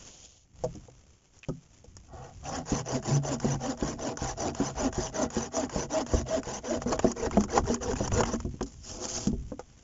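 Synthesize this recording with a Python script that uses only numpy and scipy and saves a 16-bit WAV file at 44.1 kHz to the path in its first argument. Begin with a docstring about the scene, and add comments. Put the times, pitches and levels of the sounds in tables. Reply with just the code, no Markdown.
"""Hand saw on a branch

A hand saw cuts a branch held down on a plank table, outdoors among dry leaves. Tooth impulses and noise
drive wooden modes of branch and planks; shaped noise gives rasp and blade hiss. The branch rocks and
knocks, the teeth snag, the blade binds. After the cut the branch is dragged over the table and set down.
A sleeve swishes, leaves crackle, wind and the table shaken by sawing rumble low, all as shaped noise."""
import sys
import numpy as np
from scipy import signal
from scipy.fft import rfft, irfft, next_fast_len
from scipy.io import wavfile
from scipy.ndimage import uniform_filter1d, map_coordinates

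SR = 44100
rng = np.random.default_rng(int(sys.argv[2]) if len(sys.argv) > 2 else 0)


def persist_wave(psi):
    """Save psi, clipped to +-1, as 16-bit WAV."""
    counts = np.round(np.clip(psi, -1, 1) * 32767).astype(np.int16)
    wavfile.write(sys.argv[1], SR, np.atleast_2d(counts).T)


N = 433503

# Low rumble of wind and of the table shaken by sawing. Each row: time in seconds, level in dB.
RUMBLE_LEVEL = [(0, -70), (.5, -56), (.85, -47.5), (1.3, -64), (2.3, -47.5), (6.7, -51), (7.1, -39),
                (8.4, -34), (8.8, -51), (9.5, -38.5), (9.83, -64)]
# Faint rustle of dry leaves. Each row: time in seconds, level in dB.
LEAVES_LEVEL = [(0, -47.5), (.48, -71.5), (.6, -58), (1.3, -63.5), (2.8, -59.5), (9.83, -59.5)]
# Swish of a jacket sleeve. Each row: time in seconds, level in dB before a 3 dB cut.
SLEEVE_LEVEL = [(0, -54), (.25, -49.5), (.45, -65)]
# Branch sliding over the planks. 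Each row: time in seconds, bark hiss in dB, scrape in dB.
DRAG_LEVELS = [(8.66, -54.5, -59), (8.79, -66, -78), (8.87, -42.5, -52.5), (9.0, -47.5, -42),
               (9.05, -36.5, -43), (9.075, -45, -40.5), (9.088, -35.5, -46), (9.17, -37, -41),
               (9.26, -44.5, -47), (9.33, -72, -60)]
# Blade squeaks on the bark. Each row: start in seconds, level in dB, pitch in Hz.
SQUEAKS = [(1.431, -38.5, 2560), (2.454, -40, 2730)]
# Branch laid down, jerked by the jamming blade, set aside. Each row: start in seconds, body peak in dB,
# hardness in dB (before offsets), then relative to the body: crack in dB (before a 4 dB cut),
# boost of the table boom modes in dB, clack in dB.
BRANCH_KNOCKS = [(0.638, -20, -3.5, -17, 12, -36), (0.644, -21, -4, -18, 6, -38),
                 (0.751, -34.5, -14.5, -30, 5, -34), (0.884, -38.5, -5, -30, 5, -32),
                 (1.486, -22.5, -13.5, -17.5, 5.5, -13), (1.493, -24, -17, -30, 2, -15.5),
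                 (1.843, -41.5, -6, -10, -8, -20), (6.925, -19.5, 4, -11.5, -13, -14),
                 (7.262, -22, 6, -16, -6, -5), (7.5774, -12, 5, -14.5, -5, -1),
                 (8.206, -15, 9, -16, -1, -1), (8.45, -22.5, -14.5, -29, -12, -22),
                 (8.541, -30, -19, -38, -4, -27), (8.61, -19, -8.5, -21.5, -5, -9),
                 (8.627, -25, -16, -7.5, -6, -17.5), (9.271, -14.5, -16, -14.5, -3, -24),
                 (9.33, -21.5, -16.5, -37, -6, -37), (9.519, -25, -8, -37, -9, -20),
                 (9.594, -27.5, 21, -14, -4, -6.5)]
# Single teeth snag, splinters snap. Each row: start in seconds, peak in dB,
# woody snap over steel ring in dB (before offsets).
TOOTH_CATCHES = [(0.753, -41, -30), (1.389, -45.5, -37), (1.9672, -32.5, -16.5), (6.929, -19, 4),
                 (7.1166, -23, -14), (7.372, -22.5, 12), (7.4065, -21.5, -8), (7.4378, -21, -11),
                 (7.7425, -19.5, -13.5), (7.9327, -23, -4), (8.0766, -22.5, -7), (8.118, -20.5, 3.5),
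                 (8.206, -20, 5), (8.234, -15.5, 2), (8.357, -31, -10), (8.402, -28.5, -6.5),
                 (8.6084, -25.5, 15), (8.874, -35, -28), (9.053, -20, -12)]

# Modes of the table top, the branch on it, and the short clack of struck wood.
# Each row: frequency in Hz, level in dB, 60 dB decay in seconds (undamped).
PLANK_MODES = [(59, -13, 0.27), (85, -12, 0.28), (132.8, -10, 0.39), (157.4, -14, 0.33), (209, -4.5, 0.14),
               (238.3, -3, 0.23), (287.5, -1.5, 0.12), (365, 1, 0.078)]
BRANCH_MODES = [(489.7, 1, 0.074), (552, 1.5, 0.023), (651, 0, 0.078), (780, 0, 0.041), (878, -6.5, 0.032),
                (1082, -8.5, 0.036), (1426, -4.5, 0.02), (1524, -10, 0.022), (1915, -14, 0.038)]
CLACK_MODES = [(783, 2.5, 0.031), (1014, 3, 0.016), (1230, -3.5, 0.027), (1518, -6.5, 0.013)]

# Relative spectra, scaled to rms 1 in use. Each row: frequency in Hz, density in dB per Hz.
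RUMBLE_SPECTRUM = [(25, -12), (55, -2.5), (100, -7.5), (400, -29), (1000, -101)]
LEAVES_SPECTRUM = [(100, 0), (1700, -19.5), (3200, -18), (4000, -25), (6400, -12), (7400, -15.5),
                   (7900, -50.5)]
CLOTH_SPECTRUM = [(200, -33), (500, -4), (1700, -25.5), (3200, -5.5), (4000, -12.5), (7000, 0.5),
                  (7900, -33)]
BARK_SPECTRUM = [(600, -33.5), (1100, -8), (1400, -9), (2100, -14.5), (3200, -6), (3900, -14), (5000, -0.5),
                 (6300, 3.5), (7300, 2), (7900, -37)]
SNAP_SPECTRUM = [(500, 4), (1100, 7), (1600, -2.5), (2200, -8.5), (3200, -7.5), (4000, -25), (7000, -36.5)]
BUZZ_SPECTRUM = [(100, -23), (220, 4.5), (700, -5), (1300, -18.5), (4000, -68.5)]
RASP_SPECTRUM = [(500, -19.5), (1000, 5), (1300, -12), (1550, -4.5), (1900, -8.5), (2250, -13.5),
                 (2950, -8), (3900, -16), (5000, -10.5), (7500, -43)]
BLADE_SPECTRUM = [(2500, -60.5), (4000, -26.5), (4600, -6), (5300, 2), (5900, 4.5), (6400, 3.5),
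                  (7100, 7.5), (7600, -19)]

# Saw pushes: the first is a light trial, the one at 6.8 s jams at once. Each row: start in seconds,
# force in dB, extra plank thrum in dB, tooth catch peak in dB, delay of the rocking knock in seconds,
# peak of that knock in dB.
PUSHES = [(2.072, -18.5, 5, -50.5, 0.062, -38), (2.643, 2.5, -3, -38.5, 0.077, -16.5),
          (3.012, 2, 8.5, -34, 0.074, -25), (3.385, 0.5, 7, -27, 0.06, -16),
          (3.759, -1, 1.5, -36, 0.066, -16), (4.157, 1.5, -12.5, -24, 0.062, -22),
          (4.533, 0, -2.5, -27, 0.068, -17.5), (4.912, 1, -3, -29.5, 0.068, -19.5),
          (5.288, -0.5, -5, -28, 0.079, -17), (5.68, 0.5, -1.5, -27.5, 0.08, -17.5),
          (6.049, -0.5, 1, -27.5, 0.087, -13), (6.417, -1.5, -5, -30.5, 0.054, -26.5),
          (6.804, -10, -18, -24.5, .056, -18.5), (6.977, -3.5, 0.5, -15.5, 0.068, -8.5),
          (7.296, -3.5, 6.5, -24, 0.075, -10), (7.624, -1, 1.5, -41, 0.076, -16),
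          (7.941, 1, -5.5, -29.5, .065, -15.5), (8.239, 2, 2, -28, 0.096, -18.5)]
# Saw pulls. Each row: start in seconds, force in dB, delay until the blade binds in seconds,
# peak judder level in dB.
PULLS = [(2.418, -2.5, 0.15, -36), (2.838, 0, 0.12, -26.5), (3.21, 0, 0.12, -27.5),
         (3.584, -0.5, 0.11, -26.5), (3.963, -1.5, 0.12, -30), (4.353, 1, 0.13, -37),
         (4.739, 1, 0.12, -22.5), (5.114, 1.5, 0.12, -27), (5.504, 1, 0.13, -30.5), (5.879, 2, 0.14, -31),
         (6.246, 0, 0.14, -28), (6.616, -1, .114, -27.5), (6.847, -0.5, 0.074, -28.5),
         (7.148, -1.5, 0.097, -28.5), (7.472, 2, .094, -24), (7.792, 1.5, 0.1, -27),
         (8.099, 2.5, 0.089, -36)]
# Times in seconds when the cut is fresh, deep and nearly through.
STAGES_S = [2.4, 6.4, 7.1]
# Stroke sound, one row per stage: fastest moment as a share of the stroke, then in dB at force 0:
# plank thrum, branch growl, rasp, blade hiss, boost of the table boom modes, tooth buzz.
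PUSH_SOUND = [(.55, -35, -39, -47.5, -47.5, 19.5, -49), (.54, -34.5, -40.5, -46, -45.5, 6.5, -50.5),
              (.48, -36.5, -41.5, -48, -46.5, -14.5, -46.5)]
PULL_SOUND = [(0.5, -33.5, -36, -48.5, -47.5, 9, -43.5), (.5, -34.5, -34, -46, -48, -8, -39),
              (.6, -33.5, -33.5, -47.5, -46.5, -9, -43.5)]
# One value per stage: level of breaking fibres within the rasp in dB.
SPLINTER_DB = (2.5, -3, 11)
# One value per stage: centre of the wood note at a catch in Hz.
CATCH_NOTE_HZ = (1560, 1540, 1005)
# One value per stage: woody snap over steel ring at a push in dB (before offsets).
CATCH_WOOD_DB = (-11.5, -4, -0.5)
# One value per stage: clack of the rocking branch in dB.
ROCK_CLACK_DB = (-20.5, -17, -21.5)
# One value per stage: boost of the table boom modes when the branch rocks in dB.
ROCK_BOOM_DB = (1.5, -4, -9)
# Rocking knock per stage: hardness and crack, before the same offsets as in the knock table.
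ROCK_HARD_DB, ROCK_CRACK_DB = (-16, -10.5, -10), (-24, -31, -31)

PUSH_TOOTH_HZ, PUSH_GROWL_HZ = 521.3, 930  # top tooth rate, growl centre
PULL_TOOTH_HZ, PULL_GROWL_HZ = (559.2, 661.5, 493.7), (735, 656, 486)  # the same per stage
# scatter of the bites in tooth spacings; pulls per stage
PUSH_JITTER, PULL_JITTER = .2, (.13, .1, .13)
GROWL_PER_FORCE, RASP_PER_FORCE, HISS_PER_FORCE = 0.45, 0.94, 1.12  # dB per dB of force
CUT_THROUGH_S, LONGEST_STROKE_S = 8.374, .266
CATCH_AFTER_S = .015  # from the start of a push
# blade note: level over the hiss
RING_HZ, RING_WIDTH_HZ, RING_DB = 6040, 200, 4
# where along its travel the blade rings (0 pushed in, 1 drawn back), and over what share
RING_PLACE, RING_REACH = 0.32, 0.092
# binding per stage: surge of the cutting noise, pitch of the judder at its middle
BIND_DB, JUDDER_HZ = (5, 1.5, 2.5), (270.3, 276, 450)
BIND_S, JUDDER_SAG_PER_S = 0.019, 3.5  # Gaussian half length; share of pitch lost per second
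TOP_HZ = 7790  # band limit


def amp(db):
    """Decibels to gain."""
    return 10 ** (np.asarray(db) / 20)


def unit(x):
    """Scale to rms 1."""
    return x / np.sqrt(np.mean(x ** 2) + 1e-20)


def curves(rows):
    """One value per sample for each dB column, -120 dB outside the rows."""
    s, *columns = np.transpose(rows)
    return [np.interp(np.arange(N) / SR, s, column, left=-120, right=-120) for column in columns]


def wobble(rate_hz):
    """Smooth random curve with rate_hz knots a second."""
    knots = rng.standard_normal(int(N * rate_hz / SR) + 4)
    return map_coordinates(knots, [np.arange(N) * rate_hz / SR])


def filtered(x, gain):
    """x times a gain that depends on frequency."""
    size = next_fast_len(len(x) + 8192)
    spectrum = rfft(x, size) * gain(np.fft.rfftfreq(size, 1 / SR))
    return irfft(spectrum, size)[:len(x)]


def coloured(x, spectrum):
    """x shaped by a (Hz, dB) spectrum, at rms 1."""
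    hz, db = np.transpose(spectrum)
    return unit(filtered(x, lambda f: amp(np.interp(np.log(f + 1), np.log(hz), db))))


def patchy(depth_db):
    """Noise whose narrow bands swell and fade on their own."""
    bands = signal.stft(rng.standard_normal(N), nperseg=512)[2]
    field = uniform_filter1d(rng.standard_normal(bands.shape), size=4, axis=0)
    field = uniform_filter1d(field, size=4, axis=1)
    return signal.istft(bands * amp(depth_db * unit(field)), nperseg=512)[1][:N]


def add(track, s, sound):
    """Mix a sound into the track at time s."""
    start = max(round(s * SR), 0)
    part = sound[:N - start]
    track[start:start + len(part)] += part


def by_depth(s, stages):
    """Values that pass from stage to stage as the cut deepens."""
    shares = [np.interp(s, STAGES_S, stage) for stage in np.eye(len(STAGES_S))]
    return np.dot(shares, stages)


def ring(modes, scatter_db, detune, damping=1, boom_db=0, boom_hz=138, direct=False):
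    """Impulse response of wooden modes, a little different at each contact; energy 1."""
    t = np.arange(SR // 3) / SR
    hz, db, t60 = np.transpose(modes)[:, :, None]
    size, shift = rng.standard_normal((2, len(modes), 1))
    # where and how hard the wood is pressed favours the modes around one frequency
    boom = boom_db * np.exp(-(np.log2(hz / boom_hz) / .35) ** 2)
    decay = amp(db + boom + scatter_db * size - 60 * t * damping / t60)
    # a direct blow starts all modes together; from farther along the wood their signs alternate
    sign = 1 if direct else (-1) ** np.arange(len(modes))[:, None]
    h = np.sum(sign * decay * np.sin(2 * np.pi * hz * (1 + detune * shift) * t), axis=0)
    # wood radiates little below its lowest mode
    h = signal.lfilter(*signal.butter(2, hz.min() / 2, "high", fs=SR), h)
    return h / np.linalg.norm(h)


def low_rumble():
    """Low rumble of wind and of the table shaken by sawing: low noise in random swells."""
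    swells = amp(5.7 * wobble(9.7))
    return amp(curves(RUMBLE_LEVEL)[0]) * coloured(rng.standard_normal(N) * swells, RUMBLE_SPECTRUM)


def dry_leaves():
    """Leaf crackle: noise with fast, medium and slow random level swings."""
    crackle = amp(3 * wobble(300) + 2 * wobble(25) + 1.5 * wobble(3))
    return amp(curves(LEAVES_LEVEL)[0]) * coloured(rng.standard_normal(N) * crackle, LEAVES_SPECTRUM)


def sleeve():
    """Cloth friction: noise roughened by random level swings."""
    weave = amp(2.6 * wobble(400) + 1.8 * wobble(70))
    return amp(curves(SLEEVE_LEVEL)[0] - 3.0) * coloured(rng.standard_normal(N) * weave, CLOTH_SPECTRUM)


def drag():
    """Rough bark skids over the grain of the planks and shakes branch and table."""
    hiss_db, scrape_db = curves(DRAG_LEVELS)
    grain = amp(2 * wobble(500) + 1.8 * wobble(45))
    hiss = coloured(grain * patchy(depth_db=2.2), BARK_SPECTRUM)
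    branch = ring(BRANCH_MODES, scatter_db=2.0, detune=0.08)
    planks = ring(PLANK_MODES, scatter_db=3.0, detune=0.012, boom_db=-15)
    scrape = unit(signal.fftconvolve(grain * rng.standard_normal(N), branch + 0.92 * planks)[:N])
    return amp(hiss_db) * hiss + amp(scrape_db) * scrape


def squeaks(slip_s=0.0076, swell_s=0.0016, fade_db=1.5, grit_db=-18):
    """The blade sticks and slips on the bark three times, each slip a tiny squeal."""
    out, t = np.zeros(N), np.arange(SR // 30) / SR
    swell = (t / swell_s) ** 2 * np.exp(2 - 2 * t / swell_s)
    for s, db, hz in SQUEAKS:
        for slip in range(3):
            phase_drift = np.cumsum(0.17 * rng.standard_normal(len(t)))
            tone = np.sin(2 * np.pi * hz * t + phase_drift)
            grit = amp(grit_db) * coloured(rng.standard_normal(len(t)), BARK_SPECTRUM)
            add(out, s + slip_s * slip, amp(db - fade_db * slip) * swell * (tone + grit))
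    return out


def rocking():
    """Each push tips the branch, which falls back on the planks; rows as in BRANCH_KNOCKS."""
    stage_tables = ROCK_HARD_DB, ROCK_CRACK_DB, ROCK_BOOM_DB, ROCK_CLACK_DB
    return [(s + delay_s, db, *(by_depth(s, stages) for stages in stage_tables))
            for s, *_, delay_s, db in PUSHES]


def knocks(crack_t60=0.047, chatter_t60=0.065, chatter_db=-25, contact_hz=1150):
    """The branch drops onto the planks, chatters briefly and rings both."""
    out, t = np.zeros(N), np.arange(SR // 3) / SR
    for s, db, hard_db, crack_db, boom_db, clack_db in BRANCH_KNOCKS + rocking():
        # a branch pressed hard enough to clack is also damped
        damping = np.interp(clack_db, [-20, 0], [1, 1.9])
        planks = ring(PLANK_MODES, scatter_db=4.5, detune=0.03, damping=damping,
                      boom_db=boom_db, direct=True)
        branch = ring(BRANCH_MODES, scatter_db=2.5, detune=0.035, damping=1.25 * damping,
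                      boom_db=4, boom_hz=530, direct=True)
        chatter = amp(chatter_db - 60 * t / chatter_t60) * rng.standard_normal(len(t))
        chatter[0] = 1
        body = signal.fftconvolve(planks + amp(hard_db + 7) * branch, chatter)[:len(t)]
        # a softer blow stays in contact longer and leaves out the upper modes
        cutoff_hz = min(contact_hz * amp(hard_db / 2), SR / 4)
        body = signal.lfilter(*signal.butter(3, cutoff_hz, fs=SR), body)
        clack = signal.fftconvolve(ring(CLACK_MODES, scatter_db=4, detune=0.045), chatter)[:len(t)]
        crack = coloured(rng.standard_normal(len(t)), BARK_SPECTRUM) * amp(-60 * t / crack_t60)
        sound = body / np.abs(body).max()
        sound += amp(clack_db) * clack / np.abs(clack).max()
        sound += amp(crack_db - 4.0) * crack
        add(out, s, amp(db) * sound)
    return out


def snagging():
    """The teeth catch just after each push begins; rows as in TOOTH_CATCHES."""
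    return [(s + CATCH_AFTER_S, db, by_depth(s, CATCH_WOOD_DB)) for s, _, _, db, *_ in PUSHES]


def catches(snap_t60=0.03, note_t60=0.027, slip_s=0.015, slip_db=-21, ping_hz=6700, ping_db=-1):
    """A tooth slips, then snags: a dry snap, a short note in the wood and a ring of steel."""
    out, t = np.zeros(N), np.arange(SR // 10) / SR
    onset = 1 - np.exp(-t / 0.00031)
    for s, db, wood_db in TOOTH_CATCHES + snagging():
        centres_hz = np.array([by_depth(s, CATCH_NOTE_HZ), ping_hz])
        note_hz, steel_hz = centres_hz * (1 + .04 * rng.standard_normal(2))
        for at, contact_db in (s - slip_s, slip_db), (s, 0):
            wood, steel = rng.standard_normal((2, len(t)))
            snap = amp(wood_db + 10.5) * coloured(wood, SNAP_SPECTRUM) + coloured(steel, BLADE_SPECTRUM)
            snap *= amp(-60 * t / snap_t60)
            note = amp(wood_db + 4.5 - 60 * t / note_t60) * np.sin(2 * np.pi * note_hz * t)
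            ping = amp(ping_db - 60 * t / note_t60) * np.sin(2 * np.pi * steel_hz * t)
            sound = (snap + note + ping) * onset
            add(out, at, amp(db + contact_db) * sound / np.abs(sound).max())
    return out


def splinters(count=420, centre_hz=1450, spread_octaves=.4, t60=0.026):
    """Single fibres break at random, each a short woody note; level follows cut depth."""
    out, t = np.zeros(N), np.arange(SR // 20) / SR
    times = rng.uniform(STAGES_S[0], CUT_THROUGH_S, count)
    pitches = np.clip(rng.standard_normal(count), -2, 2)
    for s, pitch in zip(times, pitches):
        note = np.sin(2 * np.pi * centre_hz * 2 ** (spread_octaves * pitch) * t)
        add(out, s, note * amp(by_depth(s, SPLINTER_DB) - 60 * t / t60))
    return out


def binding():
    """In each pull the blade binds, the branch judders at a falling pitch; gives judder and surge in dB."""
    judder, surge_db = np.zeros((2, N))
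    t = np.arange(-SR // 10, SR // 10) / SR
    swell, waver = np.exp(-(t / BIND_S) ** 2), wobble(120)
    for s, _, delay_s, db in PULLS:
        bend = 1 - JUDDER_SAG_PER_S * t + .05 * waver[int(s * SR):][:len(t)]
        phase = 2 * np.pi * np.cumsum(by_depth(s, JUDDER_HZ) * bend) / SR
        start = s + delay_s + t[0]
        add(judder, start, amp(db) * swell * (np.sin(phase) + .22 * np.sin(2 * phase)))
        add(surge_db, start, by_depth(s, BIND_DB) * swell)
    return judder, surge_db


def strokes():
    """Pushes and pulls in time order, ending at the next or at a limit; direction, depth, force set sound."""
    moves = [(s, force_db, thrum_db, PUSH_TOOTH_HZ, PUSH_GROWL_HZ, False)
             for s, force_db, thrum_db, *_ in PUSHES]
    moves += [(s, force_db, 0, by_depth(s, PULL_TOOTH_HZ), by_depth(s, PULL_GROWL_HZ), True)
              for s, force_db, *_ in PULLS]
    moves.sort()
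    turns = [move[0] for move in moves[1:]] + [CUT_THROUGH_S]
    for (s, force_db, thrum_db, tooth_hz, growl_hz, pulled), turn in zip(moves, turns):
        sound = by_depth(s, PULL_SOUND if pulled else PUSH_SOUND)
        # same columns as the stroke sound tables
        extra = [0, force_db + thrum_db, GROWL_PER_FORCE * force_db, RASP_PER_FORCE * force_db,
                 HISS_PER_FORCE * force_db, 0, force_db]
        jitter = by_depth(s, PULL_JITTER) if pulled else PUSH_JITTER
        yield s, min(turn, s + LONGEST_STROKE_S), pulled, tooth_hz, growl_hz, jitter, sound + extra


def teeth(rate_hz, jitter, size_db):
    """One impulse of random size whenever a tooth meets the wood; power 1."""
    phase = np.cumsum(rate_hz) / SR
    tooth = np.arange(1, int(phase[-1]))
    late, size = rng.standard_normal((len(tooth), 2)).T
    at = np.interp(tooth + jitter * late, phase, np.arange(len(phase))).astype(int)
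    return unit(np.bincount(at, amp(size_db * size), len(phase)))


def saw(chip_db=1.8, grab_db=0.5, deep_grab_db=3, tearing=0.91, focus_db=6):
    """Each stroke speeds up and stops; tooth rate and loudness follow the speed of the blade."""
    wood, bites, rasp_level, hiss_level, ring_level = np.zeros((5, N))
    # the blade grabs and frees itself, more roughly when the cut is nearly through
    grab = amp(np.interp(np.arange(N) / SR, [6.3, 7.2], [grab_db, deep_grab_db]) * wobble(55))
    for start, end, pulled, tooth_hz, growl_hz, jitter, sound in strokes():
        fastest, thrum_db, growl_db, rasp_db, hiss_db, boom_db, buzz_db = sound
        u = np.linspace(0, 1, max(int((end - start) * SR), 2000))
        travel = np.interp(u, [0, np.clip(fastest, .2, .8), 1], [0, .5, 1])
        speed = np.abs(np.sin(np.pi * travel))
        grip = unit(grab[int(start * SR):][:len(u)])
        pulses = teeth(tooth_hz * (.12 + .88 * speed), jitter, size_db=3)
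        tooth_wave = pulses - pulses.mean()

        # teeth and tearing fibres shake the branch; the heavy planks answer more late in the stroke
        force = grip * unit(tooth_wave + tearing * rng.standard_normal(len(u)))
        on_branch = force * speed ** 0.93
        on_planks = force * speed ** 0.99 * (.5 + u)
        branch = ring(BRANCH_MODES, scatter_db=2.5, detune=0.0098, boom_db=focus_db, boom_hz=growl_hz)
        planks = ring(PLANK_MODES, scatter_db=3.5, detune=0.027, boom_db=boom_db)
        growl = signal.fftconvolve(on_branch, branch)
        thrum = signal.fftconvolve(on_planks, planks)
        add(wood, start, amp(growl_db) * growl + amp(thrum_db) * thrum)
        # the tooth rate itself is heard as a buzz
        buzz = grip * speed * (.5 + u) * coloured(tooth_wave, BUZZ_SPECTRUM)
        add(wood, start, amp(buzz_db) * buzz)

        # the cutting noise levels off once the teeth are moving well
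        cutting = grip * np.tanh((speed / 0.54) ** 1.85)
        add(bites, start, pulses)
        add(rasp_level, start, amp(rasp_db) * cutting)
        add(hiss_level, start, amp(hiss_db) * cutting)
        place = u if pulled else 1 - u
        ring_here = np.exp(-((place - RING_PLACE) / RING_REACH) ** 2)
        add(ring_level, start, amp(hiss_db + RING_DB) * cutting * ring_here)

    # every bite tears a 1.8 ms burst of fibres and rings the steel, over a steady floor
    burst = unit(signal.lfilter([1], [1, -np.exp(-1 / (.0018 * SR))], bites)) + .45
    rasp = coloured(burst * patchy(depth_db=3.5), RASP_SPECTRUM) + splinters()
    hiss = coloured(burst * patchy(depth_db=3.5) * amp(chip_db * wobble(90)), BLADE_SPECTRUM)
    blade_note = unit(filtered(burst * rng.standard_normal(N),
                               lambda hz: 1 / (1 + ((hz - RING_HZ) / RING_WIDTH_HZ) ** 2)))
    judder, surge_db = binding()
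    cutting_noise = rasp_level * rasp + hiss_level * hiss + ring_level * blade_note
    return wood + judder + amp(surge_db) * cutting_noise


def scene():
    """Mono sum of all sources."""
    background = low_rumble() + dry_leaves() + sleeve()
    contacts = drag() + squeaks() + knocks() + catches()
    return (background + contacts + saw())[None]


def record(dry):
    """Steep low-pass at the band limit."""
    return filtered(dry[0], lambda hz: 1 / np.sqrt(1 + np.minimum(hz / TOP_HZ, 2) ** 120))[None]


dry = scene()
out = record(dry)
persist_wave(out)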